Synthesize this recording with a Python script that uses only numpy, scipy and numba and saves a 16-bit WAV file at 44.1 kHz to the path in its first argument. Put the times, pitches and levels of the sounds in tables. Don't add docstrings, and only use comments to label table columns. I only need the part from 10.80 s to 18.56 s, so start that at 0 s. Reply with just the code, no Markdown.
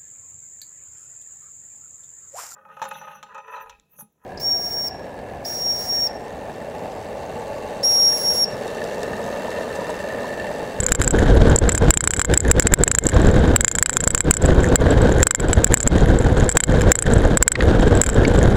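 import sys
import numpy as np
from scipy import signal
from scipy.fft import rfft, irfft
from scipy.io import wavfile
from numba import njit

SR = 44100
rng = np.random.default_rng(int(sys.argv[2]) if len(sys.argv) > 2 else 0)


def log_audio(samples):
    frames = np.atleast_2d(samples).T
    limited = np.clip(frames, -1, 1)
    pcm = np.round(limited * 32767).astype(np.int16)
    wavfile.write(sys.argv[1], SR, pcm)


N = 342216


def undb(db):
    return 10 ** (np.asarray(db) / 20)


def unit(x):
    return x / np.sqrt(np.mean(x ** 2))


def add(track, s, sound):
    i = int(np.clip(s * SR, 0, N - 1))
    track[i:i + len(sound)] += sound[:N - i]


def band(x, hz, width):
    return signal.lfilter(*signal.iirpeak(min(hz, .45 * SR), hz / width, fs=SR), x)


def lowpass(x, hz):
    return signal.sosfilt(signal.butter(2, hz, fs=SR, output="sos"), x)


def noise(points):
    hz, db = np.transpose(points)
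    bins = np.maximum(np.fft.rfftfreq(N, 1 / SR), 1)
    gain = undb(np.interp(np.log(bins), np.log(hz), db))
    return unit(irfft(rfft(rng.standard_normal(N)) * gain, N))


def walk(hz, samples=N):
    return unit(lowpass(rng.standard_normal(samples), hz))


def resonance(hz, width):
    return unit(band(band(rng.standard_normal(N), hz, width), hz, width))


def wind(split_hz=900, eddy_db=3.0, spurt_db=4.0):
    # time in seconds, level in dB.
    levels = [(0, -20), (.5, -9), (1.2, -10.5), (1.6, -12), (2.68, -9), (2.9, -12), (3.45, -12.5),
              (4.38, -9.5), (4.52, -16), (4.66, -11.5), (5.7, -12), (6.5, -9.5), (6.74, -20), (6.9, -10),
              (7.75, -12)]
    # frequency in Hz, relative spectral density in dB.
    spectrum = [(15, -6.5), (40, 1), (90, -2), (180, -9), (430, -12.5), (1050, -27), (1280, -32),
                (1900, -38), (2500, -42.5), (3700, -39), (5000, -49), (7500, -49), (11000, -64),
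                (16000, -74)]
    # centre in Hz, bandwidth in Hz, level in dB relative to the air.
    hollows = [(491, 220, -13.5), (1548, 310, -20.5), (3176, 160, -36.5), (3740, 120, -39)]
    level_db = np.interp(np.arange(N) / SR, *np.transpose(levels))
    air = noise(spectrum)
    rumble = signal.sosfiltfilt(signal.butter(2, split_hz, fs=SR, output="sos"), air)
    tones = sum(undb(db) * resonance(hz, width) for hz, width, db in hollows)
    eddies = undb(eddy_db * walk(hz=24.2))
    hiss = unit(undb(spurt_db * walk(hz=230))) * (air - rumble)
    return unit(eddies * (rumble + hiss + tones)) * undb(level_db)


def road(frame_db=-27, tyre_db=-40):
    return undb(frame_db) * resonance(484.7, 64) + undb(tyre_db) * resonance(1130, 990)


def crackle(per_s=220, spread_db=8.0, flare_db=4, flare_hz=9):
    # centre in Hz, bandwidth in Hz, level in dB.
    case_modes = [(1760, 330, -37), (3360, 1200, -49), (6970, 1400, -45.5), (10850, 760, -55)]
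    when, size = rng.random((int(per_s * N / SR), 2)).T
    onsets = (when * N).astype(int)
    strength = undb(np.minimum(-spread_db * np.log(1 - size), 20))
    strength *= undb(flare_db * walk(flare_hz))[onsets]
    out = np.zeros(N)
    for hz, width, db in case_modes:
        slips = np.bincount(onsets, strength * rng.standard_normal(len(onsets)), N)
        out += undb(db) * unit(band(band(slips, hz, width), hz, width))
    return out


def blows(stray_s=.0005, scatter_db=3.34):
    # time in seconds, ring level in dB, knock in dB relative to the ring.
    bumps = [(.064, -3, -14), (.0848, -15.5, 8), (1.5381, -11, 6.5), (1.7133, 6.5, -8.5), (1.87, 4, -7),
             (1.9378, 12.5, -6), (2.0359, 5, -9), (2.2883, -3, -0.5), (3.3048, 4, -7.5), (3.6525, -18, 2.5),
             (3.9569, 4, -6), (4.5983, -17.5, 4), (4.7306, -5, -2), (4.8437, 8, -17), (4.869, -9.5, 8),
             (5.0293, -0.5, -13), (5.0744, 4, -9), (6.009, -24.5, 11), (6.3358, -11, -19),
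             (6.7184, 5.5, -5.5), (7.215, 3.5, -12)]
    # first and last blow in seconds, number of blows,
    # first and last ring level in dB, knock in dB relative to the ring.
    chatter = [(.0025, 0.033, 2, -8.5, -15, -7.5), (0.1205, 0.1483, 2, -1, -6, -2.5),
               (.216, 0.2383, 2, -6, -16, 3), (0.278, .308, 2, -1, -2, -10), (0.76, 0.7862, 2, -1, -1, -23),
               (0.891, 0.9775, 4, -11, -0.5, -5), (1.106, 1.3073, 7, 12.5, 2.5, -6.5),
               (1.335, 1.3936, 3, 3.5, -6, -1.5), (1.4145, 1.4472, 2, 3, 5.5, -2.5),
               (1.5748, 1.604, 2, 4, 2, -17), (1.7967, 1.824, 2, -1, 0.5, -3.5),
               (2.0783, 2.1848, 4, 9.5, 11, -7), (2.2367, 2.267, 2, -1.5, -2, -24),
               (2.761, 2.807, 2, 10, 11, -7.5), (2.8465, 2.914, 3, 6.5, 7, -7),
               (2.9522, 2.986, 2, 7, 3, -3), (3.0253, 3.13, 4, 8.5, 0.5, -3),
               (3.1686, 3.275, 4, 3, 3, -5.5), (3.348, 3.406, 3, 8.5, 5.5, -7),
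               (3.5107, 3.5683, 3, 8, 2.5, -7.5), (4.429, 4.5477, 4, 8, 4.5, -5),
               (4.941, 5.004, 3, 14, -2, -7), (5.692, 5.7156, 2, -1, -6.5, -5),
               (5.7704, 5.8362, 3, 3, 5, -4), (6.1191, 6.2234, 4, 7.5, 5, -8.5),
               (6.573, 6.679, 3, 2, 9.5, -7), (7.236, 7.29, 3, 2, -6.5, 2.5)]
    out = list(bumps)
    for start, end, count, first_db, last_db, knock_db in chatter:
        for part in np.linspace(0, 1, count):
            stray, scatter = rng.standard_normal(2)
            s = start + part * (end - start) + stray_s * stray
            db = first_db + part * (last_db - first_db) + scatter_db * scatter
            out.append((s, db, knock_db))
    return out


def knock(t, touch_s=0.00023, grain=0.15):
    # frequency in Hz, level in dB, time to decay by 60 dB in seconds.
    housing = [(790, -19, 0.014), (1040, -5, 0.009), (1560, 3.5, 0.01), (2330, -9, 0.018),
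               (3133, -11.5, 0.024), (3820, -12, 0.016), (5100, -15.5, 0.024), (9630, -0.5, 0.0028),
               (13100, -13, 0.0041), (15700, -19, 0.004)]
    mode_hz, mode_db, t60 = np.transpose(housing)[:, :, None]
    detune, phase = rng.standard_normal((len(housing), 2)).T[:, :, None]
    cycles = mode_hz * (1 + 0.039 * detune) * t + phase
    modes = undb(mode_db) * np.sin(2 * np.pi * cycles) * np.exp(-np.log(1000) * t / t60)
    clean = modes.sum(axis=0) * (1 - np.exp(-t / 0.00037))
    force = (t == 0) + grain * rng.standard_normal(len(t)) * np.exp(-t / touch_s)
    rough = signal.fftconvolve(clean, force)[:len(t)]
    return unit(rough) * clean.std()


def contact(knock_db, ring_hz=7760, sag_hz=520, settle_s=0.0015, rise_s=0.00071, fade_s=0.0016,
            twin_hz=7120, twin_db=-9, scrape_db=-17):
    t = np.arange(SR // 30) / SR
    grip = 1 + 0.02 * rng.standard_normal()
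    hz = grip * (ring_hz - sag_hz * np.exp(-t / settle_s))
    glance = undb(-.35 * knock_db)
    swell = (1 - np.exp(-t / (rise_s * glance))) ** 2 * np.exp(-t / fade_s)
    swell /= swell.max()
    phase = 2 * np.pi * np.cumsum(hz) / SR + 0.36 * walk(620, len(t))
    twin = undb(twin_db) * np.sin(2 * np.pi * (grip * twin_hz * t + rng.random()))
    ring = swell * (np.sin(phase) + twin)
    friction = unit(band(rng.standard_normal(len(t)), 6760, 2650))
    scrape = friction * np.sqrt(swell) * np.exp(-t / 0.0093)
    return ring + undb(knock_db) * knock(t) + undb(scrape_db) * scrape


def rattle(rebound_s=.0055, rebound_slope=0.62, rebound_knock_db=-10, glancing_db=-5, glancing_loss=1.9):
    out = np.zeros(N)
    for s, db, knock_db in blows():
        rebound_db = rebound_slope * db - glancing_loss * max(glancing_db - knock_db, 0)
        flight_s = rebound_s * (1 + 0.48 * rng.uniform(-1, 1))
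        add(out, s, undb(db) * contact(knock_db))
        add(out, s + flight_s, undb(rebound_db) * contact(knock_db + rebound_knock_db))
    return out


def jiggle(per_s=12, tick_db=-25, spread_db=12, knock_db=-5):
    out = np.zeros(N)
    for when, size in rng.random((int(per_s * N / SR), 2)):
        add(out, when * N / SR, undb(tick_db + spread_db * (size - .5)) * contact(knock_db))
    return out


def creaks(rise_s=0.0031, octave_db=-11):
    # start in seconds, pitch in Hz, level in dB.
    slips = [(.892, 2060, -9), (6.753, 1910, -3.5), (6.805, 1850, -11), (7.449, 2230, -12)]
    out, t = np.zeros(N), np.arange(SR // 30) / SR
    swell = (t / rise_s * np.exp(1 - t / rise_s)) ** 2
    for s, hz, db in slips:
        phase = 2 * np.pi * hz * t + .8 * walk(500, len(t))
        add(out, s, undb(db) * swell * (np.sin(phase) + undb(octave_db) * np.sin(2 * phase)))
    return out


@njit
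def follow(x, attack, release):
    out, level = np.empty(len(x)), 0.
    for i in range(len(x)):
        level += (x[i] - level) / (SR * (attack if x[i] > level else release))
        out[i] = level
    return out


def gain_control(x, threshold_db=-19, attack_s=0.00036, release_s=0.017, lag_s=0.0026):
    sidechain = band(x, 5270, 5970) + undb(-16.0) * x
    envelope = follow(np.abs(sidechain), attack_s, release_s)
    cut_db = np.maximum(20 * np.log10(envelope + 1e-9) - threshold_db, 0)
    return x * undb(-follow(cut_db, lag_s, lag_s))


def scene():
    return (rattle() + jiggle() + crackle() + creaks() + wind() + road())[None]


def record(dry, whine_hz=2116, whine_db=-51.5, top_hz=15350):
    ducked = gain_control(dry[0])
    whine = undb(whine_db) * resonance(whine_hz, width=28)
    clipped = np.clip(ducked + whine, -1, 1)
    return signal.sosfilt(signal.ellip(8, .2, 70, top_hz, fs=SR, output="sos"), clipped)[None]


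dry = scene()
out = record(dry)
log_audio(out)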